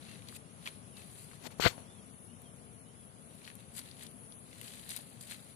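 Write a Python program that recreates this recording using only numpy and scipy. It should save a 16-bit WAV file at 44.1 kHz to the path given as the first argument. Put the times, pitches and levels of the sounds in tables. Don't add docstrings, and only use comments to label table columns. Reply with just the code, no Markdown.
import sys
import numpy as np
from scipy import signal
from scipy.fft import rfft, irfft
from scipy.io import wavfile
from scipy.ndimage import uniform_filter1d

SR = 44100
rng = np.random.default_rng(int(sys.argv[2]) if len(sys.argv) > 2 else 0)


def volts_from_decibels(level):
    exponent = np.asarray(level, float) / 20
    return 10 ** exponent


def master_out(mix):
    frames = np.transpose(np.atleast_2d(mix))
    ceiling = np.clip(frames, -1, 1)
    pcm = np.round(ceiling * 32767).astype(np.int16)
    wavfile.write(sys.argv[1], SR, pcm)


N = 244755
TIME = np.arange(N) / SR
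FREQ = np.maximum(np.fft.rfftfreq(N, 1 / SR), 1)

# freq_hz, density_db
TRAFFIC_SPECTRUM = [(18, -60), (30, -25.5), (109, -1), (245, -3.5), (311, -13), (386, -12), (579, -13.5),
                    (684, -14.5), (848, -18.5), (1210, -19.5), (1780, -25.5), (3150, -25.5), (4090, -29),
                    (5200, -29), (9000, -28.5), (11700, -79), (19800, -120)]
# freq_hz, left_minus_right_db
PORT_BALANCE = [(60, 18), (110, 15), (200, 18), (380, 11.5), (700, -3), (1290, 1.5), (2380, -2.5),
                (4400, 1), (8120, -4), (15000, 37)]
# freq_hz, correlation_0_to_1
PORT_LIKENESS = [(60, 0.56), (130, 0.82), (300, .85), (640, 1), (1400, 0.37), (3100, 0.13), (6000, 0.038),
                 (15000, .05)]
PORT_LAG_S = 0.000348
# freq_hz, gain_db
RIGHT_PORT = [(20, 4), (9000, -3), (11500, -8), (16000, -32)]
# freq_hz, left_share_0_to_1, right_share_0_to_1
MUTED_SHARE = [(1500, 0, 0), (2800, .1, .08), (3800, .17, .13), (4600, .18, .16), (5000, .55, .55),
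               (5400, .25, .25), (5800, .33, .33), (6500, .1, .1), (7600, .18, .18), (8400, .03, .03),
               (11000, 0, 0), (11400, .35, .9), (12200, .22, .75), (13000, .18, .6), (14200, .22, .65),
               (14500, .97, .98)]

# time_s, level_db
INSECT_LEVEL = [(0, -61), (.49, -62.5), (1.1, -59.5), (1.31, -62), (1.4, -60), (1.55, -65), (1.76, -59),
                (2.1, -61.5), (3.24, -61), (3.8, -60), (4.2, -57.5), (4.38, -58), (4.55, -63.5),
                (5.02, -60), (5.2, -62.5), (5.55, -63.5)]
# freq_hz, density_db
INSECT_SPECTRUM = [(4880, -38), (8300, -34), (8850, -22), (9710, -2.5), (10300, -2), (10800, -7),
                   (11100, -18), (11700, -26.5), (13300, -23.5), (14400, -45)]

# start_s, length_s, start_hz, end_hz, level_db
SLIDES = [
    (.92, .05, 3250, 2660, -67),
    (.965, .065, 2660, 2570, -68),
    (1.29, .05, 3000, 2600, -73),
    (1.63, .05, 3050, 2600, -67),
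    (2.27, .11, 2750, 3400, -76),
    (2.43, .08, 3420, 3070, -70),
    (2.85, .08, 2880, 3280, -68),
    (3.56, .08, 2750, 2600, -73),
]
# start_s, length_s, edge_hz, top_hz, level_db
ARCHES = [
    (.075, .075, 2560, 2780, -64),
    (1.85, .16, 3140, 3560, -69),
    (2.93, .12, 3270, 3420, -78),
]

# peak_s, level_db, rise_s, fall_s, brightness_db
SCUFFS = [(.13, -59, .4, .2, -8.5), (.33, -65.5, 0.19, .1, -5), (.288, -53.5, 0.018, 0.033, -13),
          (.368, -55, 0.068, .008, 1.5), (.658, -57, .04, 0.17, -9), (.69, -54, .1, 0.011, -6),
          (.978, -62, 0.048, 0.24, -2), (1.218, -62, 0.32, 0.17, 1.5), (1.35, -63, 0.1, 0.083, -4),
          (3.44, -66, 0.28, .05, -1.5), (3.485, -56.5, 0.072, 0.054, -7), (3.6, -66, 0.12, 0.13, -6),
          (3.793, -49.5, 0.059, 0.015, 3.5), (3.86, -60, 0.16, 0.2, -6), (4.035, -55, 0.1, 0.047, -2),
          (3.752, -59, 0.011, .1, 3.5), (4.53, -65, 0.055, .25, -12), (4.654, -57, 0.23, 0.88, -1),
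          (4.908, -53.5, 0.026, 0.096, 6), (4.97, -51.5, 0.11, 0.056, -8), (5.12, -74, 0.18, 0.46, -3),
          (5.21, -60, .014, 0.23, 4.5), (5.312, -47, .04, 0.076, -5), (5.4, -66, .1, 0.79, -1)]
# freq_hz, level_db
GRIT_BODY = [(500, -6), (1100, -6.5), (1900, 2.5), (3000, 1), (4200, 5), (5200, -9.5), (7000, -4.5)]
# freq_hz, level_db
GRIT_HISS = [(4500, 3.5), (5500, -12.5), (7600, 3.5), (8800, 4), (10200, 9.5), (11200, -13), (11800, -46)]
# freq_hz, level_db
GRIT_TOP = [(10800, -25), (11400, 1), (13000, 1.5), (14300, -1), (14700, -33), (16500, -38)]
# time_s, peak_db, ring_hz, left_minus_right_db
TICKS = [(.2216, -45, 2250, 8), (.2865, -35, 3400, 12), (.3255, -45, 1190, 22), (.6585, -34, 2290, 0),
         (0.664, -30, 1990, -16), (0.667, -34, 2330, 12), (.6745, -25.5, 2280, 5), (0.69, -44, 1960, 1.5),
         (.9702, -41.5, 2820, 23), (1.3142, -45, 1500, 30), (1.333, -44.5, 1310, 10), (1.506, -50, 1290, 6),
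         (1.5244, -46, 1280, 2), (3.4182, -47, 1890, 12), (3.4454, -44, 3970, 15), (3.4517, -38.5, 3050, 4),
         (3.4604, -52, 3000, 1.5), (3.469, -51, 4500, 7), (3.477, -37, 1970, 12), (3.5018, -42, 1900, 14),
         (3.515, -45.5, 1860, 14), (3.7926, -35.5, 4070, 24), (3.9134, -42, 4040, 18),
         (4.53, -45, 2100, 11), (4.3234, -43, 3340, 15), (4.68, -40, 3160, 13), (4.72, -43, 3300, 5),
         (4.796, -43, 3020, 10), (4.904, -33, 4160, -11)]
# time_s, peak_db, ring_hz, crack_db
SNAPS = [(.365, -41.5, 2650, 4), (1.5144, -58, 2010, 4), (1.585, -56, 1610, 6), (2.4187, -58.5, 1270, 13),
         (2.5624, -66, 1260, 14), (3.353, -54, 2870, 5), (3.5535, -54.5, 2520, 18), (3.606, -53, 2570, 0),
         (3.781, -43, 3980, 8), (4.113, -56, 2980, 10), (4.0673, -38, 3510, -5), (4.7744, -54, 1950, 6),
         (4.835, -58, 3000, 8), (4.353, -62, 3000, 10), (4.614, -38, 2100, 2.5), (4.858, -58, 1440, 8),
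         (4.892, -40.5, 3950, 9.5), (4.964, -38, 3540, 12.5), (4.9686, -36.5, 2750, -2),
         (4.974, -38, 3630, 5), (4.9904, -52, 4140, 6), (5.2101, -44.5, 3620, -4)]

# peak_s, level_db, rise_s, fall_s, pressure_db
GRAZES = [
    (1.472, -46.5, 0.053, 0.009, 5),
    (1.52, -60, .025, .03, 8),
    (1.59, -61, .013, 0.024, 6),
    (1.786, -64, .047, 0.13, 10.5),
]
# time_s, level_db, pressure_db
DRAG = [
    (1.601, -41, 3),
    (1.62, -37, -11),
    (1.64, -29.5, -6.5),
    (1.654, -28.5, -4.5),
    (1.661, -28.5, 0.5),
    (1.675, -29.5, -0.5),
    (1.689, -46, -18),
    (1.705, -50, 1.5),
    (1.76, -74, 9),
]
# freq_hz, level_db
SKIN_BODY = [(500, -15), (900, -10.5), (1400, 0), (1700, -3), (2100, -0.5), (2900, -3), (3300, -3),
             (4000, -3.5), (4500, 1), (4850, -11), (5500, -16)]
# freq_hz, level_db
SKIN_RUMBLE = [(30, -20), (70, -7), (120, 5), (220, -1), (490, 1.5), (680, -1), (850, 1), (1200, -6)]
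# freq_hz, level_db
SKIN_HISS = [(4600, -37), (5200, -3), (7500, -2), (9000, -10), (10200, -12), (12000, -10.5), (14300, -5.5),
             (14800, -55)]
# time_s, peak_db, ring_hz, t60_s
BUMPS = [(1.598, -13.5, 450, 0.0069), (1.5982, -15, 900, 0.004), (1.641, -27, 1390, 0.0067),
         (1.652, -19, 1500, 0.014), (1.6598, -14, 490, 0.051), (1.6592, -16, 680, 0.05),
         (1.665, -15, 1450, 0.018), (1.6642, -17.5, 326, 0.029), (1.664, -16, 2090, 0.025),
         (1.662, -18.5, 980, 0.032), (1.6565, -25, 520, 0.02), (1.78, -25.5, 680, 0.0046),
         (1.779, -47, 1500, 0.0037), (4.991, -36, 740, 0.0073)]


def across(table, floor=None):
    hz, value = np.transpose(table)
    return np.interp(np.log(FREQ), np.log(hz), value, floor, floor)


def unit(x):
    return x / np.sqrt(np.mean(x ** 2))


def colour(x, table):
    return unit(irfft(rfft(x) * volts_from_decibels(across(table, floor=-88)), N))


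def walk(rate_hz):
    hold = int(SR / rate_hz)
    steps = np.repeat(rng.standard_normal(N // hold + 1), hold)
    return 1.66 * uniform_filter1d(uniform_filter1d(steps, hold), hold)[:N]


def grains(per_s, spread_db, smooth, tail_s):
    hit, size = rng.random(N), rng.exponential(size=N)
    slips = (hit < per_s / SR) * volts_from_decibels(np.minimum(spread_db * size, 14))
    puffs = signal.lfilter([1], [1, -np.exp(-1 / (tail_s * SR))], slips)
    return (unit(puffs) + smooth) * rng.standard_normal(N)


def strokes(rows, per_db):
    t = TIME[::16]
    s, db, rise, fall, extra_db = np.transpose(rows)[..., None]
    before = (s - t) / np.maximum(rise, .003)
    after = (t - s) / np.maximum(fall, .003)
    away = np.where(t < s, before, after)
    power = volts_from_decibels(2 * (db + per_db * extra_db - 20 * np.minimum(away, 9))).sum(axis=0)
    return np.interp(TIME, t, np.sqrt(power))


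def ring(hz, t60, seconds=.08):
    t = np.arange(int(seconds * SR)) / SR
    return np.sin(2 * np.pi * hz * t) * volts_from_decibels(-60 * t / t60) * (1 - np.exp(-t / 0.00017))


def add(out, x, s):
    i = int(s * SR)
    out[..., i:i + x.shape[-1]] += x[..., :N - i]


def ports(x, other, pan_db, like):
    late = np.interp(TIME - PORT_LAG_S, TIME, x)
    tilt = volts_from_decibels(-pan_db)
    right = tilt * (like * late + np.sqrt(1 - min(like, 1) ** 2) * other)
    return 2 / np.sqrt(1 + tilt ** 2) * np.array([x, right])


def air():
    left, other = rfft(rng.standard_normal((2, N)))
    like = np.clip(across(PORT_LIKENESS), 0, 1)
    tilt = volts_from_decibels(-across(PORT_BALANCE))
    late = left * np.exp(-2j * np.pi * FREQ * PORT_LAG_S)
    right = tilt * (like * late + np.sqrt(1 - like ** 2) * other)
    spectrum = volts_from_decibels(across(TRAFFIC_SPECTRUM, floor=-90)) / np.sqrt(1 + tilt ** 2 + like * tilt)
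    pair = irfft(np.array([left, right]) * spectrum, N)
    level_db = -56 + 0.74 * walk(1.268) + 0.26 * walk(9)
    return pair * volts_from_decibels(level_db) / np.sqrt(np.mean(pair.mean(axis=0) ** 2))


def insects():
    s, db = np.transpose(INSECT_LEVEL)
    left, right = (colour(grains(400, spread_db=2.5, smooth=3.4, tail_s=0.00027), INSECT_SPECTRUM)
                   for _ in range(2))
    level = volts_from_decibels(np.interp(TIME, s, db) + 1.0 * walk(12))
    return level * ports(left, right, pan_db=1.0, like=0.068)


def bird():
    out, waver = np.zeros(N), walk(60)
    sag = .15
    notes = [(s, length, a, (a + b) / 2 - sag * abs(a - b), b, db) for s, length, a, b, db in SLIDES]
    notes += [(s, length, edge, top, edge, db) for s, length, edge, top, db in ARCHES]
    for s, length, start_hz, mid_hz, end_hz, db in notes:
        u = np.linspace(-1, 1, int(length * SR))
        bend_hz = (start_hz + end_hz) / 2 - mid_hz
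        hz = mid_hz + (end_hz - start_hz) / 2 * u + bend_hz * u ** 2
        whistle = np.sin(2 * np.pi * np.cumsum(hz) / SR)
        add(out, volts_from_decibels(db) * (1 - u ** 4) * whistle, s)
    out = out * volts_from_decibels(2.5 * waver - 1)
    return ports(out, out, pan_db=-1.0, like=0.84)


def scuffs():
    body, hiss, top = strokes(SCUFFS, 0), strokes(SCUFFS, 1), strokes(SCUFFS, 0.85)
    heard = []
    for _ in range(2):
        crunch = grains(200, spread_db=5.0, smooth=.9, tail_s=.002)
        dust = grains(500, spread_db=1.0, smooth=0.76, tail_s=0.0016)
        scuff = body * colour(crunch, GRIT_BODY)
        scuff += volts_from_decibels(3.0) * hiss * colour(dust, GRIT_HISS)
        scuff += volts_from_decibels(-5.5) * top * colour(dust, GRIT_TOP)
        heard.append(scuff)
    return ports(*heard, pan_db=3, like=0.25)


def ticks():
    out = np.zeros((2, N))
    t = np.arange(900) / SR
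    rows = [(s, db, hz, -20, 0.017, pan_db) for s, db, hz, pan_db in TICKS]
    rows += [(s, db, hz, crack_db, 0.016, 12.5) for s, db, hz, crack_db in SNAPS]
    crack_band = signal.butter(4, [7500, 13500], "bandpass", fs=SR, output="sos")
    noises = rng.standard_normal((len(rows), 900))
    for (s, db, hz, crack_db, t60, pan_db), noise in zip(rows, noises):
        burst = (0.35 * noise + 2.67 * (t == 0)) * volts_from_decibels(-60 * t / t60)
        modes = ((hz, 6.0, 0), (min(1.334 * hz, 4300), 7.0, -1.5), (1200, 2.5, -8))  # Hz, Q, dB
        body = sum(volts_from_decibels(mode_db) * signal.lfilter(*signal.iirpeak(f, q, fs=SR), burst)
                   for f, q, mode_db in modes)
        crack = signal.sosfilt(crack_band, burst)
        snap = volts_from_decibels(db) * (body / abs(body).max() + volts_from_decibels(crack_db) * crack / abs(crack).max())
        share = 2 / np.sqrt(1 + volts_from_decibels(-2 * pan_db))
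        add(out[0], share * snap, s)
        add(out[1], share * volts_from_decibels(-pan_db) * snap, s + PORT_LAG_S)
    return out


def fingertip():
    s, db, press_db = np.transpose(DRAG)
    firm = uniform_filter1d(volts_from_decibels(np.interp(TIME, s, db, -200, -200)), size=90)
    gain = firm + strokes(GRAZES, 0)
    rumble = firm * volts_from_decibels(np.interp(TIME, s, press_db)) + strokes(GRAZES, 1)
    hiss = np.minimum(gain * volts_from_decibels(-4), volts_from_decibels(-44.5))
    slips = [grains(604, spread_db=9.0, smooth=2.2, tail_s=0.0036) for _ in range(3)]
    skin = gain * colour(slips[0], SKIN_BODY)
    skin += hiss * colour(slips[1], SKIN_HISS)
    skin += volts_from_decibels(-4.5) * rumble * colour(slips[2], SKIN_RUMBLE)
    drag = 2 * skin
    for s, db, hz, t60 in BUMPS:
        add(drag, volts_from_decibels(db) * ring(hz, t60), s)
    add(drag, volts_from_decibels(-11.5) * ring(113, 0.048), 1.6575)
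    return np.array([drag, np.zeros(N)])


def scene():
    return air() + insects() + bird() + scuffs() + ticks() + fingertip()


def mute_quiet_bands(x, count=5):
    hz, _, cells = signal.stft(x, SR, nperseg=1024)
    bands = len(hz) // count
    power = (abs(cells[:, :count * bands]) ** 2).reshape(2, bands, count, -1).mean(axis=2)
    chance = uniform_filter1d(rng.standard_normal((1,) + power.shape[1:]), size=5, axis=2)
    power = uniform_filter1d(power, size=3, axis=2) * volts_from_decibels(16 * chance)
    rank = power.argsort(axis=2).argsort(axis=2) / power.shape[2]
    table_hz, *shares = np.transpose(MUTED_SHARE)
    share = np.array([np.interp(hz[2::count][:bands], table_hz, column) for column in shares])
    cells[:, :count * bands] *= np.repeat(rank >= share[..., None], count, axis=1)
    return signal.istft(cells, SR, nperseg=1024)[1][:, :N]


def low_pass(x):
    return signal.sosfilt(signal.butter(12, 15600, fs=SR, output="sos"), x)


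def record(dry):
    bass_cut = signal.butter(4, 50, "highpass", fs=SR, output="sos")
    left, right = signal.sosfilt(bass_cut, dry)
    right = irfft(rfft(right) * volts_from_decibels(across(RIGHT_PORT)), N)
    mix = mute_quiet_bands(np.array([left, right]))
    return low_pass(mix)


dry = scene()
out = record(dry)
master_out(out)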